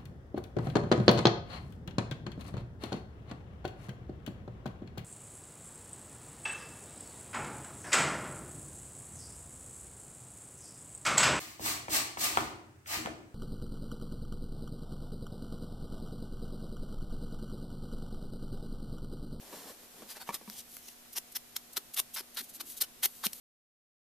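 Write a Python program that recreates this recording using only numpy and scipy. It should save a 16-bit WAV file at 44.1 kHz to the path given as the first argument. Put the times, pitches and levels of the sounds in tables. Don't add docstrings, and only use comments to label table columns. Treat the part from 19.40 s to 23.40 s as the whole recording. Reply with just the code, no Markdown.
import sys
import numpy as np
from scipy import signal
from scipy.fft import rfft, irfft
from scipy.io import wavfile
from scipy.ndimage import map_coordinates

SR = 44100
rng = np.random.default_rng(int(sys.argv[2]) if len(sys.argv) > 2 else 0)


def to_wav(sig):
    pcm = np.clip(np.atleast_2d(sig), -1, 1) * 32767
    pcm = np.round(pcm).astype(np.int16)
    wavfile.write(sys.argv[1], SR, pcm.T)


N = 176400
T, HZ = np.arange(N) / SR, np.fft.rfftfreq(N, 1 / SR)
BAND_LIMIT_HZ = 14300

# (time [s], length [s], contact level [dB], release level [dB], midrange gain [dB],
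# petal resonance [Hz], flap level [dB])
STROKES = [(1.757, 0.028, -40.5, -30, 4, 5800, -57), (1.953, 0.017, -36, -32, 0.5, 5800, -62),
           (2.159, 0.0085, -39, -28.5, 5, 6800, -64), (2.369, 0.011, -24, -32.5, 4.5, 3500, -49.5),
           (2.566, 0.036, -36.5, -27, 3, 3400, -55), (2.764, 0.046, -34.5, -42.5, 5.5, 5100, -53),
           (2.969, 0.047, -33.5, -42, 5, 4070, -58), (3.201, 0.0138, -42, -34, 4.5, 4000, -68),
           (3.408, 0.016, -32.5, -22, -6, 4220, -59), (3.631, 0.03, -27, -24.5, 0, 2970, -52),
           (3.836, 0.029, -35, -27, 2.5, 3850, -48)]
# (frequency [Hz], relative level [dB])
PETAL = [(60, -40), (200, -35), (400, -16), (900, -5.5), (1900, -2), (2550, -2.5), (3200, 1), (5700, 2.5),
         (7200, -3), (8800, 2), (14000, 6)]
# (frequency [Hz], relative level [dB])
RUSTLE = [(100, -11.5), (500, -1), (2200, -2), (4800, -0.5), (7500, -2), (14000, 1)]


def sponge(attack_s=.0025, release_s=.0011, drag_db=-9, drag_s=.0038, brighten_db=4, fizz_hz=7000):
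    out = np.zeros((2, N))
    for start, length, contact_db, release_db, mid_db, petal_hz, _ in STROKES:
        t = T - start
        along, after = np.clip(t / length, 0, 1), np.maximum(t - length, 0)
        attack = .5 + .5 * np.tanh(.5 * t / attack_s)
        release = (1 - amp(drag_db)) * np.exp(-after / release_s) + amp(drag_db) * np.exp(-after / drag_s)
        pressure = attack * amp(contact_db + (release_db - contact_db) * along) * release
        rub = paper(PETAL, mid_db, resonance_db=4.5 * hump(petal_hz, octaves=.19))
        body = irfft(rfft(rub) / (1 + (HZ / fizz_hz) ** 2), N)
        tilt = amp(brighten_db * (along - .5))
        out += pressure * (body / tilt + (rub - body) * tilt)
    return out * uneven_grip()


def petal_flaps(lead_s=.00415):
    # (frequency [Hz], relative level [dB], t60 [s])
    modes = [(285, 1, 0.12), (377, 21, 0.043)]
    return ring(modes, [(start + length - lead_s, db) for start, length, *_, db in STROKES])


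def petal_pops():
    # (time [s], level [dB])
    catches = [(2.37, -42.5), (2.77, -45.5), (3.838, -36)]
    return band(hz=1160, octaves=.78) * sum(amp(db) * burst(s, decay_s=.0069) for s, db in catches)


def grazes():
    # (time [s], half width [s], level [dB])
    touches = [(1.345, 0.055, -51.5), (1.735, 0.0091, -46), (1.924, 0.0071, -48.5), (2.335, 0.0062, -47.5),
               (2.544, 0.0081, -39.5), (2.749, 0.0098, -37.5), (2.951, 0.0077, -48), (3.040, 0.02, -50.5),
               (3.098, 0.014, -50.5), (3.156, 0.017, -46), (3.306, 0.044, -45), (3.379, 0.011, -41),
               (3.775, 0.14, -54.5), (3.97, 0.048, -52.5)]
    # (frequency [Hz], relative level [dB])
    spectrum = [(100, -47), (2000, -10.5), (3500, -0.5), (7200, 1.5), (14000, 8)]
    return paper(spectrum) * sum(amp(db) * swell(s, width) for s, width, db in touches)


def rustles():
    # (time [s], half width [s], level [dB], midrange gain [dB])
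    slides = [(0.887, 0.017, -46.5, 9), (0.947, 0.017, -40.5, 3), (1.135, 0.061, -51.5, -11),
              (1.189, 0.025, -45, -14), (1.475, 0.058, -54, -18), (1.487, 0.0043, -44, -5.5),
              (3.436, 0.013, -40, -3.5)]
    # (frequency [Hz], width [octaves], gain [dB])
    resonances = [(3070, 0.33, 4.5), (5830, 0.13, 4.5)]
    flower_db = sum(db * hump(hz, octaves) for hz, octaves, db in resonances)
    return sum(amp(db) * swell(s, width) * paper(RUSTLE, mid_db, flower_db)
               for s, width, db, mid_db in slides)


def scrapes(ring_db=7.5):
    # (time [s], half width [s], level [dB], midrange gain [dB], ring [Hz])
    pushes = [(0.712, 0.026, -44.5, -2.5, 4760), (0.768, 0.016, -48, 6.5, 4720),
              (0.817, 0.016, -45.5, 6.5, 4460)]
    return sum(amp(db) * swell(s, width) * paper(RUSTLE, mid_db, ring_db * hump(hz, octaves=.07))
               for s, width, db, mid_db, hz in pushes)


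def snaps():
    # (time [s], level [dB], decay [s], midrange gain [dB])
    edges = [(.943, -30, 0.0078, -21), (1.0996, -33, 0.00067, 3), (1.3682, -35, 0.0014, 8.5),
             (3.8676, -15, 0.00079, 10), (3.932, -31, 0.0026, -7)]
    return sum(amp(db) * burst(s, decay) * paper(PETAL, mid_db) for s, db, decay, mid_db in edges)


def soft_contacts():
    # (time [s], half width [s], level [dB], pitch [Hz])
    contacts = [(3.018, 0.017, -57.5, 235), (3.24, 0.069, -63, 300), (3.870, 0.0065, -45, 190)]
    return sum(amp(db) * swell(s, width) * band(hz, octaves=.51) for s, width, db, hz in contacts)


def hand_on_table(rub_db=-5.5, rough_db=1.5, rough_s=.0076, skin_db=-3, tick_db=-8):
    # (time [s], relative level [dB])
    slide = [(0, -55.5), (.10, -53), (.16, -46.5), (.25, -50.5), (.30, -46.5), (.36, -62), (.44, -56),
             (.50, -67), (.59, -53), (.68, -62)]
    # (frequency [Hz], relative level [dB])
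    spectrum = [(60, -31), (180, -2.5), (430, 5), (800, -2.5), (1200, -10.5), (2500, -15), (14000, -18)]
    # (time [s], clack level [dB], thud level [dB], pat level [dB])
    bumps = [(.128, -52, -56.5, -47.5), (0.298, -66, -61, -58), (.621, -59, -56.5, -45),
             (.891, -34, -45.5, -42.5), (.905, -43, -80, -50), (1.013, -62, -64, -49.5),
             (1.077, -52, -44.5, -50.5)]
    # (frequency [Hz], relative level [dB], t60 [s])
    clack_modes = [(961, 11, 0.08), (1100, 11, 0.031), (1140, 5, 0.038), (1746, 6, 0.023),
                   (2300, 8.5, 0.026)]
    thud_modes = [(209.5, 13, 0.11)]
    clacks = [(s, db) for s, db, _, _ in bumps]
    thuds = [(s, db) for s, _, db, _ in bumps]
    pats = sum(amp(db) * burst(s, decay_s=.0096) for s, _, _, db in bumps)
    ticks = sum(amp(db + tick_db) * burst(s, decay_s=.0035) for s, db in clacks)
    drag = amp(np.interp(T, *np.transpose(slide), right=-120))
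    rub = colour(slips(), curve(spectrum))
    dull = rub * (drag * amp(rub_db + rough_db * wander(N, rough_s * SR)) + pats)
    bright = paper(RUSTLE) * ticks + paper(RUSTLE) * drag * amp(skin_db)
    return dull + bright + ring(clack_modes, clacks) + ring(thud_modes, thuds)


def room(x, t60_s=.088, first_echo_s=.003):
    t = np.arange(SR // 3) / SR
    echoes = rng.standard_normal((2, len(t))) * (rng.random((2, len(t))) < .08)
    echoes *= (t > first_echo_s) * amp(-60 * t / t60_s)
    echoes /= np.linalg.norm(echoes, axis=1, keepdims=True)
    return signal.fftconvolve(x, echoes, axes=1)[:, :N]


def background(noise_db=-56):
    # (frequency [Hz], relative level [dB])
    spectrum = [(25, -1), (100, -5.5), (260, -1.5), (420, -2.5), (1200, -6.5), (8000, -7.5), (14000, -5.5)]
    # (frequency [Hz], correlation [0..1])
    likeness = [(30, 0.58), (400, 0.21), (2000, 0.039)]
    # (frequency [Hz], level [dB])
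    hum = [(239.8, -70.5), (720, -77)]
    noise = colour(rng.standard_normal((2, N)), curve(spectrum), likeness)
    return amp(noise_db) * noise + sum(amp(db) * np.sqrt(2) * np.sin(2 * np.pi * hz * T) for hz, db in hum)


def slips(per_s=10000, spread_db=2):
    size = amp(spread_db * np.minimum(rng.exponential(1, (2, N)), 4))
    return size * rng.choice([-1., 1.], (2, N)) * (rng.random((2, N)) < per_s / SR)


def uneven_grip(depth_db=1.53, step_s=.002):
    return amp(depth_db * wander(N, step_s * SR))


def paper(spectrum, mid_db=0, resonance_db=0, bend_db=2.2, bend_hz=148.5):
    ripple_db = bend_db * wander(len(HZ), bend_hz * N / SR)
    return colour(slips(), curve(spectrum) + mid_db * hump(hz=1080, octaves=1.5) + resonance_db + ripple_db)


def band(hz, octaves):
    return colour(slips(), 20 * np.log10(hump(hz, octaves) + 1e-6))


def ring(modes, hits, low_cut_hz=167):
    t, out = np.arange(SR // 3) / SR, np.zeros(N)
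    tone = sum(amp(db - 60 * t / t60) * np.sin(2 * np.pi * hz * t) for hz, db, t60 in modes)
    tone /= np.sqrt(np.mean(tone[:SR // 100] ** 2))
    for s, db in hits:
        part = out[round(s * SR):][:len(tone)]
        part += amp(db) * tone[:len(part)]
    return signal.sosfilt(signal.butter(4, low_cut_hz, "high", fs=SR, output="sos"), out)


def colour(pair, db, likeness=None):
    # (frequency [Hz], correlation [0..1])
    near_likeness = [(1500, 1), (12000, 0.55)]
    correlation = curve(likeness or near_likeness)
    left, other = rfft(pair)
    right = correlation * left + np.sqrt(1 - correlation ** 2) * other
    return unit(irfft(np.array([left, right]) * amp(db) * (HZ < BAND_LIMIT_HZ), N))


def swell(centre, width):
    return np.exp(-((T - centre) / width) ** 2)


def burst(start, decay_s, rise_s=.00033):
    return np.clip((T - start) / rise_s + 1, 0, 1) * np.exp(-np.maximum(T - start, 0) / decay_s)


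def hump(hz, octaves):
    return np.exp(-(np.log2((HZ + 1) / hz) / octaves) ** 2)


def curve(points):
    hz, value = np.transpose(points)
    return np.interp(np.log(HZ + 1), np.log(hz + 1), value)


def wander(count, step):
    return unit(map_coordinates(rng.standard_normal(8000), [np.arange(count) / step], order=1, mode="wrap"))


def amp(db):
    return 10 ** (np.asarray(db) / 20)


def unit(x):
    return x / np.sqrt(np.mean(x ** 2) + 1e-20)


def scene(left_lag_s=9e-6, pan_db=.4, room_db=-13.5):
    brushing = sponge() + petal_flaps() + petal_pops()
    handling = (grazes() + rustles() + scrapes()) * uneven_grip() + snaps() + soft_contacts()
    left, right = brushing + handling + hand_on_table()
    left = irfft(rfft(left) * np.exp(-2j * np.pi * HZ * left_lag_s), N)
    near = np.array([left * amp(pan_db), right * amp(-pan_db)])
    return near + amp(room_db) * room(near) + background()


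def record(dry):
    low_pass = signal.firwin(601, BAND_LIMIT_HZ, window=("kaiser", 8), fs=SR)
    return signal.oaconvolve(dry, low_pass[None], "same")


dry = scene()
out = record(dry)
to_wav(out)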